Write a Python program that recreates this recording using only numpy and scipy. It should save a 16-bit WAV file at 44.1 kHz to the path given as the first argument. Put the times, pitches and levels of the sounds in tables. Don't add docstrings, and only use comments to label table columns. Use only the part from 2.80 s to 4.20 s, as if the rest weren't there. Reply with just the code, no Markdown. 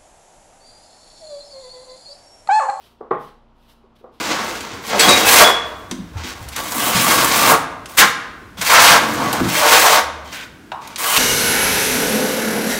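import sys
import numpy as np
from scipy import signal
from scipy.fft import rfft, irfft, next_fast_len
from scipy.io import wavfile
from scipy.ndimage import uniform_filter1d

SR = 44100
rng = np.random.default_rng(int(sys.argv[2]) if len(sys.argv) > 2 else 0)


def generate_wav(sig):
    pcm = np.round(np.clip(np.atleast_2d(sig).T, -1, 1) * 32767).astype(np.int16)
    wavfile.write(sys.argv[1], SR, pcm)


N = 61739


def undb(db):
    return 10 ** (np.asarray(db) / 20)


def unit_rms(x):
    return x / np.sqrt(np.mean(x ** 2))


def over_hz(points, hz):
    points_hz, values = np.array(points, float).T
    return np.interp(np.log(np.maximum(hz, 1)), np.log(points_hz), values)


def colour(x, spectrum):
    size = next_fast_len(2 * N)
    gain = undb(over_hz(spectrum, np.fft.rfftfreq(size, 1 / SR)))
    return unit_rms(irfft(rfft(x, size) * gain, size)[:N])


def impulse(spectrum):
    size = 2 * next_fast_len(N)
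    gain = undb(over_hz(spectrum, np.fft.rfftfreq(size, 1 / SR)))
    cepstrum = irfft(np.log(gain))
    cepstrum[1:size // 2] *= 2
    cepstrum[size // 2 + 1:] = 0
    return unit_rms(irfft(np.exp(rfft(cepstrum)))[:N]) / np.sqrt(N)


def convolve(x, response):
    return signal.fftconvolve(x, response)[:N]


def delay(x, delay_s):
    return np.concatenate([np.zeros(max(int(delay_s * SR), 0)), x])[:N]


def drift(rate_hz):
    width = int(SR / rate_hz)
    steps = np.repeat(rng.standard_normal(N // width + 2), width)
    return unit_rms(uniform_filter1d(uniform_filter1d(steps, width), width)[:N])


# f/Hz, t60/s
ROOM_DECAY = [(120, 0.51), (400, 0.45), (1100, 0.44), (3000, 0.53), (8000, 0.46), (15000, 0.25)]


def shop_echo(t, build_s=.012):
    noise = rfft(rng.standard_normal(2 ** 16))
    hz = np.fft.rfftfreq(2 ** 16, 1 / SR)
    edges_hz = np.concatenate([[0], np.geomspace(180, SR / 2, 15)])
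    onset = 1 - np.exp(-(t / build_s) ** 2)
    out = 0
    for lo, hi in zip(edges_hz, edges_hz[1:]):
        band = irfft(noise * (hz >= lo) * (hz < hi))[:N]
        fade = undb(-60 * t / over_hz(ROOM_DECAY, (lo + hi) / 2))
        out = out + unit_rms(band * fade * onset) * np.sqrt(hi - lo)
    return unit_rms(out) / np.sqrt(N)


def bristle_flicks(flicks_per_s=13000, scatter_db=3):
    hits = rng.random(N) < flicks_per_s / SR
    return hits * np.sign(rng.standard_normal(N)) * undb(scatter_db * rng.standard_normal(N))


# start/s, rise/s, hold/s, release/s, rasp/dB, hiss/dB
BRUSH_STROKES = [(-.03, .06, .035, .055, -53.5, -61.5), (.102, .013, .008, .02, -63, -69),
                 (.318, .022, .015, .015, -64, -74), (.372, .045, .04, .04, -54.5, -60),
                 (.465, .022, .013, .03, -57, -74), (.735, .105, .08, .03, -62.5, -71.5),
                 (.872, .028, .026, .02, -61, -64), (1.15, .011, .006, .018, -59.5, -71),
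                 (1.179, .014, .014, .018, -61.5, -70), (1.312, .033, .035, .06, -61, -71.5)]
# f/Hz, relative level/dB
RASP_SPECTRUM = [(500, 0), (1200, -0.5), (1800, -4), (2400, -3.5), (2900, 2), (3600, 0.5), (4300, -3),
                 (5300, -7), (6800, -17.5), (10000, -16), (16000, -32.5)]
# f/Hz, relative level/dB
HISS_SPECTRUM = [(2000, -25), (4000, -5), (5500, -1.5), (7500, -6.5), (10000, -3.5), (13000, -0.5),
                 (14800, -6.5), (16000, -3)]


def brush(t, drag_db=.8, echo_db=-7):
    rasp_gain = hiss_gain = 0
    for start_s, rise_s, hold_s, release_s, rasp_db, hiss_db in BRUSH_STROKES:
        pressure = np.interp(t, start_s + np.cumsum([0, rise_s, hold_s, release_s]), [0, 1, 1, 0])
        rasp_gain = rasp_gain + pressure * undb(rasp_db)
        hiss_gain = hiss_gain + pressure * undb(hiss_db)
    rasp = rasp_gain * colour(bristle_flicks(), RASP_SPECTRUM)
    hiss = hiss_gain * colour(bristle_flicks(), HISS_SPECTRUM)
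    direct = (rasp + hiss) * undb(drag_db * drift(rate_hz=120))
    echo = undb(echo_db) * convolve(direct, shop_echo(t))
    return (direct + echo) / np.hypot(1, undb(echo_db))


# f/Hz, base level/dB
HUM_LINES = [(28.5, -60.5), (58.8, -63.5), (118.4, -68.5), (232, -63), (937, -71)]
# t/s, gain/dB
HUM_SWELL = [(0, -15), (.3, -4), (.55, 6.5), (.8, 4), (1.0, 0), (1.4, -6.5)]
# f/Hz, relative level/dB
AIR_SPECTRUM = [(20, -4), (45, -30), (85, -5.5), (130, -6), (240, -2), (400, -6), (750, -6), (1000, -6.5),
                (1300, -10), (1800, -21), (3000, -21), (5000, -31), (8000, -42.5), (15500, -53)]


def cooling_machine(t, air_db=-59, waver_db=.8, waver_hz=1.5):
    out = undb(air_db) * colour(rng.standard_normal(N), AIR_SPECTRUM)
    for line, (hz, db) in enumerate(HUM_LINES):
        if line == 0:
            db = db + np.interp(t, *np.array(HUM_SWELL).T)
        else:
            db = db + waver_db * drift(rate_hz=7.3)
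            hz = hz + waver_hz * drift(rate_hz=14.64)
        cycles = np.cumsum(hz * np.ones(N)) / SR + rng.random()
        out = out + np.sqrt(2) * undb(db) * np.sin(2 * np.pi * cycles)
    return out


# f/Hz, relative level/dB, t60/s
WOOD_MODES = [(143.2, -18, 0.63), (373, 5, 0.15), (405, -10, 0.37), (517.6, -1.5, 0.17),
              (634.3, -11.5, 0.42), (799, -9.5, 0.32), (830, -5, 0.43), (866, -24, 0.11),
              (1058.7, -1, 0.38), (1112.6, 6.5, 0.092), (1108, -2, 0.31), (1200, -0.5, .28),
              (1230.5, -6.5, 0.3), (1322, -13.5, 0.39), (1898, -17, 0.31), (1996, -9, 0.064)]


def wood_ring(t, gain_db=-23.5, build_s=.004):
    modes = sum(undb(db - 60 * t / t60_s) * np.sin(2 * np.pi * (hz * t + rng.random()))
                for hz, db, t60_s in WOOD_MODES)
    return modes * undb(gain_db) * (1 - np.exp(-t / build_s))


# t/s, gain/dB, low-pass/Hz, high-pass/Hz, ring gain/dB, note/Hz, note gain/dB, echo gain/dB
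BLOWS = [(0.2055, -13.5, 936, 251, -10, 443, -1, 3.5), (0.3084, -1, 4060, 113.3, 3, 452.4, 2, 2.5),
         (1.035, -41, 530, 337, 12, 412, 6, 4.5), (1.207, -34, 500, 324, -20, 397, 1, 13.5),
         (1.2384, -19, 880, 276, -16, 518.5, -1, 4)]
# f/Hz, relative level/dB
THUD_SPECTRUM = [(60, -33), (120, -11.5), (220, -11.5), (310, -5.5), (390, -5), (480, 2), (560, -9),
                 (760, -5), (930, -9), (1130, -2), (1350, -10.5), (1700, -18.5), (1920, -18), (2300, -26),
                 (2900, -37), (3400, -32.5), (5000, -56.5), (9000, -55), (16000, -75)]
# delay/s, linear gain
THUD_ARRIVALS = [(.002, 0.14), (.0053, 1.44), (0.0105, 0.91), (0.0214, .3)]
# f/Hz, relative level/dB
CRACK_SPECTRUM = [(500, -24), (1400, -2.5), (1950, -1.5), (2500, -8), (3400, -17.5), (5000, -24.5),
                  (8000, -38.5), (16000, -64)]


def knocks(t):
    thud_db, crack_db, note_base_db, echo_base_db = 6, -34, -13, 6.5
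    contact_s, crack_decay_s, note_peak_s = .0003, .012, .0065
    body = impulse(THUD_SPECTRUM)
    force = t * np.exp(-4 * t / contact_s)
    arrivals = sum(gain * delay(body, delay_s) for delay_s, gain in THUD_ARRIVALS)
    thud = undb(thud_db) * convolve(arrivals, force / force.sum())
    ring = wood_ring(t)
    note_envelope = undb(note_base_db) * (t / note_peak_s * np.exp(1 - t / note_peak_s)) ** 2
    crack_envelope = undb(crack_db) * np.exp(-t / crack_decay_s)
    out = 0
    for start_s, gain_db, lowpass_hz, highpass_hz, ring_db, note_hz, note_db, echo_db in BLOWS:
        note = undb(note_db) * note_envelope * np.sin(2 * np.pi * note_hz * t)
        crack = crack_envelope * colour(rng.standard_normal(N), CRACK_SPECTRUM)
        echo = undb(echo_base_db + echo_db) * convolve(body, shop_echo(t))
        blow = crack + thud + note + undb(ring_db) * ring + echo
        for hz, kind in ((lowpass_hz, "low"), (highpass_hz, "high")):
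            blow = signal.sosfilt(signal.butter(2, hz, kind, fs=SR, output="sos"), blow)
        out = out + undb(gain_db) * delay(blow, start_s)
    return out


def scene():
    t = np.arange(N) / SR
    return (brush(t) + knocks(t) + cooling_machine(t))[None]


def record(dry):
    cutoff_hz = 15650
    return signal.sosfilt(signal.ellip(10, .2, 70, cutoff_hz, fs=SR, output="sos"), dry)


dry = scene()
out = record(dry)
generate_wav(out)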